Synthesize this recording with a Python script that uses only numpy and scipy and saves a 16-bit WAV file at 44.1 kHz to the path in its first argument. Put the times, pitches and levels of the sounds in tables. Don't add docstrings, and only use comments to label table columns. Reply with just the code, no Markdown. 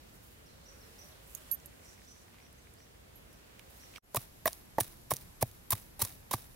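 import sys
import numpy as np
from scipy import signal
from scipy.fft import rfft, irfft, next_fast_len
from scipy.io import wavfile
from scipy.ndimage import uniform_filter1d

SR = 44100
rng = np.random.default_rng(int(sys.argv[2]) if len(sys.argv) > 2 else 0)


def store_wav(level_fs):
    pcm = np.round(np.clip(np.atleast_2d(level_fs), -1, 1) * 32767)
    wavfile.write(sys.argv[1], SR, pcm.T.astype(np.int16))


def decibels_to_gain(level_db):
    exponent = np.asarray(level_db, float) / 20
    return 10 ** exponent


N = 288855
T = np.arange(N) / SR

# frequency in Hz, level in dB per Hz.
YARD_SPECTRUM = [(12, -34), (20, -15.5), (53, -2.5), (111, -10), (139, -11), (323, -15), (492, -15),
                 (839, -20), (1280, -22), (1790, -22), (2010, -23), (5830, -29), (14700, -31), (16500, -34)]
# frequency in Hz, level in dB per Hz.
LAWN_SPECTRUM = [(12, -26), (20, 2), (71, -8), (465, -20.5), (913, -23), (1280, -26.5), (1650, -26.5),
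                 (2120, -28), (2310, -28.5), (3830, -31.5), (9670, -33.5), (11500, -27.5), (15200, -35),
                 (16500, -49)]
# frequency in Hz, left-right correlation.
LIKENESS = [(60, 1), (130, 0.74), (290, 0.0076), (640, -0.33), (1410, -0.28), (3100, -0.28), (6820, -0.093),
            (15000, 0.092)]
# time in seconds, level in dB.
YARD_STIR = [(0.0, -62.5), (0.56, -62.5), (0.9, -61), (1.06, -61), (1.32, -62), (1.47, -60.5), (1.62, -62),
             (2.36, -63), (3.0, -63), (3.65, -62), (3.83, -60.5), (3.94, -60.5)]
# time in seconds, level in dB.
LAWN_STIR = [(4.05, -66), (4.17, -62.5), (4.3, -66), (4.36, -65), (6.11, -65.5), (6.55, -65)]
AIR_HZ = (100, 1800, 8000, 13000)
STIR_SHARE = (0.02, 1.17, 2, 2)
# time in seconds, length in seconds, level in dB.
GUSTS = [
    (.53, .12, 4),
    (3.2, .25, 5),
    (3.95, .1, 3),
    (5.25, .12, 3),
]
# time in seconds, level in dB.
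FADE = [
    (3.983, 0),
    (3.99, -20),
    (3.999, -42),
    (4.018, -46),
    (4.027, -21),
    (4.043, -8),
    (4.13, -4),
    (4.2, 0),
]
# centre in seconds, length in seconds, centre in Hz, level in dB.
RUSTLES = [(.25, .25, 13800, -63), (.8, 0.16, 1460, -66), (1.01, .2, 12000, -65), (1.33, 0.15, 12000, -58),
           (1.405, 0.4, 2900, -67), (1.4, .2, 1400, -68), (1.46, 0.29, 7940, -66),
           (1.867, 0.11, 6760, -62.5), (2.087, 0.3, 6100, -65.5), (2.39, 0.1, 2180, -64),
           (2.753, 0.23, 2000, -80), (3.775, 0.12, 13000, -61), (3.84, 0.065, 2200, -78),
           (3.957, 0.063, 2530, -63)]
# time in seconds, wing-beat octave in Hz, level in dB.
FLY = [
    (.45, 500, -88),
    (.7, 535, -71),
    (.9, 490, -71),
    (1.1, 545, -71),
    (1.4, 580, -73),
    (1.75, 570, -81),
    (2.0, 560, -95),
]
# start in seconds, last pitch in Hz, peak in dB.
RISING = [(0.652, 5900, -52.5), (0.981, 5920, -50), (1.851, 5900, -55.5), (2.069, 6010, -52),
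          (2.411, 5840, -61.5), (2.782, 5840, -61), (3.3, 5850, -65), (3.797, 5830, -55),
          (3.955, 5840, -53.5)]
# start in seconds, first pitch in Hz, last pitch in Hz, length in ms, peak in dB.
SLIDING = [(.459, 5800, 5350, 15, -56), (.471, 5350, 4300, 13, -65), (.481, 4300, 3900, 26, -61),
           (.613, 4300, 4100, 14, -62), (.807, 5750, 5150, 16, -53), (.825, 4400, 3900, 20, -59),
           (1.116, 4350, 3150, 19, -56), (2.581, 6450, 6150, 16, -59), (2.4, 4300, 5300, 18, -66),
           (2.763, 4200, 5300, 24, -62), (3.757, 6200, 7100, 30, -63), (3.79, 4300, 5000, 12, -60),
           (3.925, 6300, 7300, 16, -62)]
# start in seconds, first pitch in Hz, last pitch in Hz, length in ms, peak in dB.
LAWN_NOTE = (4.035, 6700, 7150, 20, -66)
# start in seconds, peak in dB, centre in Hz, left minus right in dB.
TICKS = [(1.279, -50, 11800, -16), (1.3495, -39, 12600, -40.5), (1.3509, -69, 7050, -26),
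         (1.513, -27.5, 11600, -14), (1.5134, -41, 4300, -12), (1.6, -45, 6510, -6),
         (1.6589, -34.5, 11700, -12), (1.729, -51, 2100, -2), (1.794, -49, 2000, -2),
         (1.979, -49, 2100, -2), (1.994, -52, 2050, -2), (2.018, -47, 1950, -2), (2.162, -52, 2050, 0.5),
         (2.281, -49.5, 2000, -2), (2.3425, -47, 1500, -2.5), (2.385, -45.5, 2520, 1),
         (2.401, -50, 2200, -2), (2.465, -48.5, 2200, -1), (2.528, -46, 10500, -6.5),
         (2.671, -48, 1900, -6), (2.62, -54, 7000, -6), (2.738, -48, 10400, -13), (2.803, -48.5, 1900, -3),
         (2.866, -54, 2000, -2), (3.1557, -57, 11700, 0.5), (3.329, -47.5, 9900, -12),
         (3.5937, -43, 2400, -11.5), (3.5933, -46, 4600, -12.5), (3.5935, -46, 10500, -10),
         (3.5945, -45, 3100, -8), (3.7, -51, 7500, -8), (3.63, -55, 12500, -8), (3.555, -55, 4500, -4),
         (3.7, -49, 11000, -9), (3.836, -44, 2070, -7), (3.9385, -43, 2400, -5), (3.9601, -34.5, 2500, -13),
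         (3.9718, -38, 2400, 1), (3.98, -40, 1190, -6)]
# frequency in Hz, t60 in seconds.
METAL_MODES = [(11655, .14), (13482, .19), (6584, .22), (9604, .05)]
# start in seconds, peak of each of the four modes in dB, free ringing in seconds.
CLINKS = [
    (1.349, -60, -54, -44, -47, .004),
    (1.5138, -28, -32, -55, -56, .036),
    (1.6585, -51, -66, -75, -64, .012),
    (3.156, -54, -75, -80, -80, .06),
]
# time in seconds, left minus right in dB.
SPOT = [(4.15, -2), (4.456, -5), (4.476, 1), (4.53, -4.5), (4.8, -4), (5.13, -4.5), (5.42, -2), (5.72, -2),
        (6.02, -1.5), (6.32, -4.5)]
# start in seconds, peak in dB, frequency in Hz, squelch level in dB.
THUMPS = [
    (4.173, -23, 120, -46),
    (4.467, -40, 119, -43),
    (4.786, -48, 136, -68),
    (4.812, -25.5, 109, -42.5),
    (5.125, -23.5, 130, -44),
    (5.43, -17.5, 116.4, -47.5),
    (5.732, -21.5, 103, -44.5),
    (6.028, -23.5, 101, -40),
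    (6.343, -23, 113, -43),
]
# start in seconds, peak in dB, lower mode in Hz, upper mode in Hz,
# upper minus lower in dB.
KNOCKS = [(4.1462, -25, 583, 980, 5), (4.151, -31.5, 567, 900, 1), (4.164, -36, 890, 960, 7),
          (4.1675, -27.5, 670, 1120, 14), (4.4568, -20, 678, 1093, 5), (4.476, -23.5, 620, 1026, 6.5),
          (4.7831, -16, 724, 860, -1.5), (4.7866, -19.5, 754, 870, -3), (4.7918, -31, 650, 910, -2),
          (4.804, -36, 700, 880, -3), (5.109, -36, 660, 1090, 21), (5.1153, -16.5, 636, 1023, 5.5),
          (5.417, -41, 526, 1100, 16), (5.4268, -18.5, 660, 800, -6), (5.707, -38, 804, 986, 16),
          (5.725, -28.5, 902, 990, -4), (5.729, -25, 868, 1077, 8.5), (5.994, -44, 816, 850, 0),
          (6.002, -42, 590, 930, 7), (6.017, -34, 880, 1145, 11), (6.022, -37, 860, 910, 15),
          (6.049, -48, 750, 1020, 10), (6.3122, -30, 570, 1000, 10.5), (6.3365, -18, 870, 1063, 6),
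          (6.34, -30, 780, 1120, 3)]
# ratio to the lower mode, level in dB, share of t60.
LOWER = [(0.98, 0.5, 0.75), (1.153, -10, 1.1), (0.79, -1.5, 0.48), (0.423, -14.5, 1.13)]
# ratio to the upper mode, level in dB, share of t60.
UPPER = [(1.023, -3.5, 0.73), (1.24, -16, 0.16), (2.15, -16.5, 0.56), (1.43, -22, 0.4)]
# start in seconds, frequency in Hz, peak in
# dB, t60 in seconds.
PINGS = [(4.4568, 14200, -18.5, 0.033), (4.4576, 5900, -48, 0.034), (4.4568, 7900, -59, 0.043),
         (4.4568, 4260, -47, 0.038), (4.478, 9600, -34, 0.025), (4.478, 3800, -29.5, 0.017),
         (4.475, 5600, -30, 0.021), (4.7835, 14200, -40, 0.034), (4.807, 9670, -28, 0.044),
         (5.117, 9700, -34, 0.054), (5.425, 9280, -24.5, 0.014), (5.706, 12200, -19, 0.027),
         (5.706, 9900, -22, 0.025), (5.706, 14260, -28, .02), (5.73, 9500, -40, 0.017),
         (5.993, 9900, -39, 0.083), (6.019, 9900, -34, .016), (6.02, 4350, -26, 0.014),
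         (6.312, 10350, -35, 0.018), (4.4577, 650, -19, .042), (4.48, 660, -33, .035),
         (6.34, 210, -34, .03), (5.426, 1800, -28, .012), (4.7838, 250, -25, .025),
         (4.808, 1750, -32, .025), (4.464, 680, -27, .05), (4.4775, 1750, -32, .02), (4.807, 380, -33, .02),
         (6.338, 330, -31, .03), (5.4255, 5300, -28, .012), (4.1475, 1400, -30, .012),
         (4.8075, 2350, -36, .02), (4.803, 8500, -28, .015), (4.4572, 1650, -25, .018),
         (4.784, 400, -27, .02), (5.426, 2350, -29, .015), (5.728, 680, -30, .025), (5.72, 1700, -34, .02),
         (4.1695, 700, -31, .03), (5.138, 480, -36, .02), (6.337, 1500, -33, .015),
         (4.458, 1935, -24.5, 0.023), (4.785, 1880, -30.5, 0.024), (5.427, 2080, -26.5, 0.0082)]
# start in seconds, peak in dB, centre in Hz.
SNAPS = [(4.1467, -24, 11500), (4.1605, -22, 10500), (4.219, -42, 9000), (4.4572, -22, 12500),
         (4.4773, -30, 13000), (4.5306, -25, 7950), (4.8028, -17.5, 13000), (4.8245, -45, 12000),
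         (4.8318, -36, 9000), (4.8347, -30, 8000), (4.9705, -46, 9000), (5.1368, -21, 11000),
         (5.151, -40, 10500), (5.1622, -32, 11500), (5.1667, -25, 8000), (5.426, -20, 10500),
         (5.4905, -50, 9000), (5.5135, -43, 9000), (5.536, -53, 9000), (5.7068, -19, 11500),
         (5.7223, -23, 12500), (5.7287, -21, 12000), (5.7538, -38, 10500), (5.774, -48, 9000),
         (5.7985, -43, 9000), (6.0505, -18, 10000), (6.3125, -28, 10500), (6.333, -20.5, 12000),
         (6.367, -40, 12000)]
# start in seconds, level in dB, hold in ms, dull part under 5 kHz in dB.
CRUNCHES = [(4.145, -44, 2, 3), (4.147, -39, 1.5, 2), (4.151, -48, 6.7, 6), (4.1597, -26, 5.7, -8),
            (4.1675, -29.5, 2, 2.5), (4.17, -34, 2.5, 2.5), (4.456, -36, .7, 6), (4.4655, -39, 3.6, 5),
            (4.47, -35.5, 5.3, 4.5), (4.477, -30, 1, -3), (4.478, -33, 1.6, 3.5), (4.7835, -40, 1.8, 8),
            (4.793, -52, 5, 2), (4.799, -43, 3, -1), (4.804, -26.5, 3.5, -1.5), (4.8073, -28.5, 3.6, 1.5),
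            (5.103, -43, 2, -3), (5.1074, -25, 3.9, -7), (5.111, -35.5, 2.7, 5.5), (5.1157, -31.5, 2, 0),
            (5.119, -39, 6.9, 3), (5.137, -33, 2.3, 1), (5.4105, -39.5, 3.5, -2), (5.416, -35, 5.7, 0),
            (5.4247, -25.5, 1.7, -0.5), (5.427, -33.5, 1.3, 2), (5.7058, -22.5, 2.5, -7.5),
            (5.711, -29, 3, -4), (5.718, -32, 2, -1), (5.7206, -24, 2, -4.5), (5.724, -30, 4, 1.5),
            (5.7295, -29, 4.4, 2), (5.752, -42.5, 3, 3), (5.9935, -38.5, 1.8, -0.5), (5.997, -44, 6, 4),
            (6.003, -36.5, 2.3, 2), (6.009, -43, 6, 2), (6.015, -32, 2, -2), (6.0187, -19, 2.6, -5.5),
            (6.023, -25, 2.8, -3), (6.028, -40, 9.5, -2.5), (6.04, -39, 10, 0), (6.052, -38, 5, -1.5),
            (6.311, -31, 3, 1.5), (6.315, -42, 4, 5), (6.321, -45, 7, 5), (6.329, -38, 2.5, 1),
            (6.3315, -33, 3.5, -3), (6.337, -30, 1.6, 1.5), (6.3393, -36.5, 5.7, 4.5)]
# frequency in Hz, level in dB per Hz.
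PULP_SPECTRUM = [(410, -8), (700, -6.5), (2410, -9), (3150, -10.5), (5720, -8), (7370, -9.5), (9870, -3.5),
                 (11300, -2), (12200, -3.5), (15900, -3), (16800, -49)]
# frequency in Hz, width in Hz, level in dB.
RIM_MODES = [(3800, 120, -3), (5660, 410, -17), (8350, 140, -44), (9700, 79, -10), (10500, 150, -24),
             (12200, 150, -19), (14260, 88, -15)]


def curve(table, at_hz):
    hz, value = np.transpose(table)
    return np.interp(np.log(np.maximum(at_hz, 1)), np.log(hz), value)


def shape(x, gain):
    size = next_fast_len(N)
    f = np.arange(size // 2 + 1) * SR / size
    return irfft(rfft(x, size) * gain(f), size)[..., :N]


def resonate(x, hz, q):
    return signal.lfilter(*signal.iirpeak(hz, q, SR), x)


def bell(centre, width):
    return lambda f: np.exp(-.5 * ((f - centre) / width) ** 2)


def low_cut(f, hz):
    return 1 / (1 + (hz / (f + 1)) ** 4)


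def unit(x):
    return x / np.sqrt(np.mean(x ** 2))


def walk(rate_hz):
    k = int(SR / rate_hz)
    held = np.repeat(rng.standard_normal(N // k + 1), k)
    return uniform_filter1d(uniform_filter1d(held, k), k)[:N]


def pan(left_db):
    return decibels_to_gain(np.array([[left_db], [-left_db]]) / 2)


def add(out, s, x, pan_db):
    i = int(s * SR)
    out[:, i:i + len(x)] += (pan(pan_db) * x)[:, :N - i]


def blow_pan_db(s):
    return np.interp(s, *np.transpose(SPOT))


def ring(hz, t60_s, attack_s, order=1):
    t = np.arange(int(.15 * SR)) / SR
    decay = decibels_to_gain(-60 * t / max(t60_s, .006))
    build = (1 - np.exp(-t / max(attack_s, 1e-5))) ** order
    return -np.sin(2 * np.pi * hz * t) * decay * build


def hiss_burst(hiss, decay_s, hz, q):
    burst = resonate(hiss * np.exp(-T[:len(hiss)] / decay_s), hz, q)
    return burst / np.abs(burst).max()


def grains(scatter_db, apart):
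    mid, side = rng.standard_normal((2, N))
    cell_size = np.minimum(rng.exponential(size=N // 12 + 1), 3.5)
    size = decibels_to_gain(scatter_db * np.repeat(cell_size, 12)[:N])
    return unit(size * np.array([mid + apart * side, mid - apart * side]))


def air(spectrum, levels, left_db):
    s, stir_db = np.transpose(levels)
    stir = np.interp(T, s, stir_db - np.median(stir_db))
    gust = 1.1 * walk(4.1) + sum(db * bell(at, length / 2)(T) for at, length, db in GUSTS)
    size = next_fast_len(N)
    noise = rfft(rng.standard_normal((2, size)))
    f = np.arange(size // 2 + 1) * SR / size
    out = 0
    for hz in 22 * 2 ** np.arange(0, 9.6, .5):
        band = decibels_to_gain(curve(spectrum, f)) * bell(np.log(hz), .2)(np.log(f + 1))
        mid, side = irfft(noise * band, size)[:, :N]
        share = np.interp(np.log(hz), np.log(AIR_HZ), STIR_SHARE)
        gain = decibels_to_gain(share * stir + gust / (1 + (hz / 250) ** 2) + 1.2 * walk(9))
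        like = np.clip(curve(LIKENESS, hz), -.95, .95)
        apart = np.sqrt(1 - like) * side * np.array([[1], [-1]])
        out = out + gain * (np.sqrt(1 + like) * mid + apart)
    return unit(out) * pan(left_db)


def crickets():
    chorus = shape(rng.standard_normal((2, N)), bell(11500, 380))
    return decibels_to_gain(-78 + 3.3 * walk(12)) * unit(chorus)


def rustle():
    cells = grains(3.5, .8) * decibels_to_gain(5 * walk(60))
    out = np.zeros((2, N))
    for s, length_s, hz, db in RUSTLES:
        i, k = int((s - length_s) * SR), int(2 * length_s * SR)
        band = resonate(cells[:, i:i + k], hz, 2.2)
        out[:, i:i + k] += decibels_to_gain(db) * np.hanning(k) * unit(band) * pan(-3)
    return out


def fly():
    s, octave_hz, db = np.transpose(FLY)
    phase = np.pi * np.cumsum(np.interp(T, s, octave_hz) * (1 + .09 * walk(40))) / SR
    size = decibels_to_gain(np.interp(T, s, db, -120, -120) + 3 * walk(18))
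    return size * (.6 * np.sin(phase) + 1.4 * np.sin(2 * phase)) * pan(-5)


def whistle(hz, db):
    glide_loss_db = 3.5
    speed = np.abs(np.gradient(hz))
    swell = np.hanning(len(hz)) ** .25 * decibels_to_gain(db - glide_loss_db * speed / speed.max())
    return swell * np.sin(2 * np.pi * np.cumsum(hz) / SR)


def rising_note(last_hz, db):
    rise_ms, total_rises = 16, 1.55
    u = np.linspace(0, total_rises, int(total_rises * rise_ms * SR / 1000))
    return whistle(last_hz * (1 - .2 * np.maximum(1 - u, 0) ** 1.6), db)


def sliding_note(first_hz, last_hz, ms, db):
    u = np.linspace(0, np.pi, int(ms * SR / 1000))
    return whistle(last_hz + (first_hz - last_hz) * (1 + np.cos(u)) / 2, db)


def bird():
    up, sliding = np.zeros((2, 2, N))
    for s, last_hz, db in RISING:
        add(up, s, rising_note(last_hz, db), -5)
    for s, *note in SLIDING:
        add(sliding, s, sliding_note(*note), -5)
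    echo_db, echo_t60_s, echo_end_s, first_echo_s = -33, 1.4, .17, .015
    t = T[:int(.3 * SR)]
    decay_db = -60 * t / echo_t60_s - 14 * (t / echo_end_s) ** 3
    echoes = rng.standard_normal((2, len(t))) * decibels_to_gain(2.5 * walk(45)[:len(t)] + decay_db)
    echoes *= t > first_echo_s
    wet = signal.fftconvolve(up + decibels_to_gain(-4.5) * sliding, echoes, axes=1)[:, :N]
    return decibels_to_gain(-3.5) * (up + sliding) + decibels_to_gain(echo_db) * wet


def ticks():
    out = np.zeros((2, N))
    for s, db, hz, pan_db in TICKS:
        click = hiss_burst(rng.standard_normal(600), .0022, hz, 3)
        add(out, s, decibels_to_gain(db - 3.5) * click, pan_db)
    return out


def clinks():
    out = np.zeros((2, N))
    t = T[:int(.15 * SR)]
    for s, *mode_db, free_s in CLINKS:
        touch = decibels_to_gain(-1500 * np.maximum(t - free_s, 0))
        for db, (hz, t60_s) in zip(mode_db, METAL_MODES):
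            add(out, s, touch * decibels_to_gain(db) * ring(hz, t60_s, .00055), -14)
    return out


def turf():
    out = np.zeros((2, N))
    for s, db, hz, _ in THUMPS:
        t60_s = 6 / hz
        bounce = ring(hz, t60_s, .0028)
        bounce += .057 * ring(hz * .63, t60_s * 2, .026)
        bounce += .254 * ring(hz * 1.9, t60_s * .76, .0047)
        add(out, s, decibels_to_gain(db) * bounce, 0)
    return out


def bowl():
    out = np.zeros((2, N))
    for s, db, lower_hz, upper_hz, lean_db in KNOCKS:
        t60_s = .029 * decibels_to_gain(-.24 * (db + 27.5))
        for hz, family, side in ((lower_hz, LOWER, -1), (upper_hz, UPPER, 1)):
            for ratio, mode_db, share in family:
                level = decibels_to_gain(db + 4 + mode_db + side * lean_db / 2)
                mode = ring(hz * ratio, t60_s * share, .0007, order=2)
                add(out, s + .00029, level * mode, blow_pan_db(s) / 2)
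    for s, hz, db, t60_s in PINGS:
        add(out, s, decibels_to_gain(db) * ring(hz, t60_s, .00034), blow_pan_db(s))
    return out


def snaps():
    out = np.zeros((2, N))
    for s, db, hz in SNAPS:
        crack = hiss_burst(rng.standard_normal(400), .00092, hz, 1.4)
        add(out, s, decibels_to_gain(db) * crack, blow_pan_db(s))
    return shape(out, lambda f: low_cut(f, 2580))


def crush():
    crisp, dull = np.zeros((2, 2, N))
    ms = np.arange(-30 * SR // 1000, 80 * SR // 1000) * 1000 / SR
    for s, db, hold_ms, dull_db in CRUNCHES:
        rise_ms = .56 + .26 * hold_ms
        fall_ms = 5.2 * decibels_to_gain(1.06 * dull_db)
        rise_db = 20 * np.minimum(ms / max(rise_ms, .2), 0)
        fall_db = 20 * np.maximum(ms - hold_ms, 0) / max(fall_ms, .5)
        env_db = db + rise_db - fall_db
        start_s = s + ms[0] / 1000
        add(crisp, start_s, decibels_to_gain(env_db), blow_pan_db(s))
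        add(dull, start_s, decibels_to_gain(env_db + dull_db), blow_pan_db(s) / 2)
    return crisp, dull


def squelch():
    swell_ms, fall_ms = 12.5, 143
    lift = np.zeros((2, N))
    ms = T[:SR // 2] * 1000
    for s, _, _, db in THUMPS:
        add(lift, s, decibels_to_gain(db - 20 * ms / fall_ms) * (1 - np.exp(-ms / swell_ms)), -1.5)
    return lift * decibels_to_gain(2.5 * walk(70)) * grains(4.7, .83)


def pulp():
    crisp, dull = crush()
    cells, suck = grains(1.8, .59), squelch()
    colour = lambda f: decibels_to_gain(curve(PULP_SPECTRUM, f))
    upper = lambda f: low_cut(f, 5000)
    broad = shape(crisp * cells + suck, lambda f: colour(f) * upper(f))
    broad += shape(dull * cells + decibels_to_gain(2.5) * suck, lambda f: colour(f) * (1 - upper(f)))
    broad /= np.sqrt(np.mean(colour(np.linspace(0, SR / 2, 500)) ** 2))
    rim = sum(decibels_to_gain(db) * resonate(broad, hz, hz / width_hz) for hz, width_hz, db in RIM_MODES)
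    return decibels_to_gain(-3) * broad + rim


def scene():
    cut_s = 4.018
    yard = decibels_to_gain(-55.5) * air(YARD_SPECTRUM, YARD_STIR, -1.1)
    yard += rustle() + fly() + bird() + ticks() + clinks()
    lawn = decibels_to_gain(-54.5) * air(LAWN_SPECTRUM, LAWN_STIR, -.32) + crickets()
    add(lawn, LAWN_NOTE[0], sliding_note(*LAWN_NOTE[1:]), 0)
    background = decibels_to_gain(np.interp(T, *np.transpose(FADE))) * np.where(T < cut_s, yard, lawn)
    hollow = lambda f: 1 - .35 * bell(1440, 100)(f)
    return background + shape(turf() + bowl() + pulp(), hollow) + snaps()


def roll_off(x):
    return signal.sosfilt(signal.butter(12, 16980, fs=SR, output="sos"), x)


def record(dry):
    top_hz, low_hz = 15800, 42
    treble = lambda f: decibels_to_gain(-32 * np.clip((f - top_hz) / 150, 0, 1))
    mix = shape(dry, lambda f: treble(f) * np.sqrt(low_cut(f, low_hz)))
    return roll_off(mix)


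dry = scene()
out = record(dry)
store_wav(out)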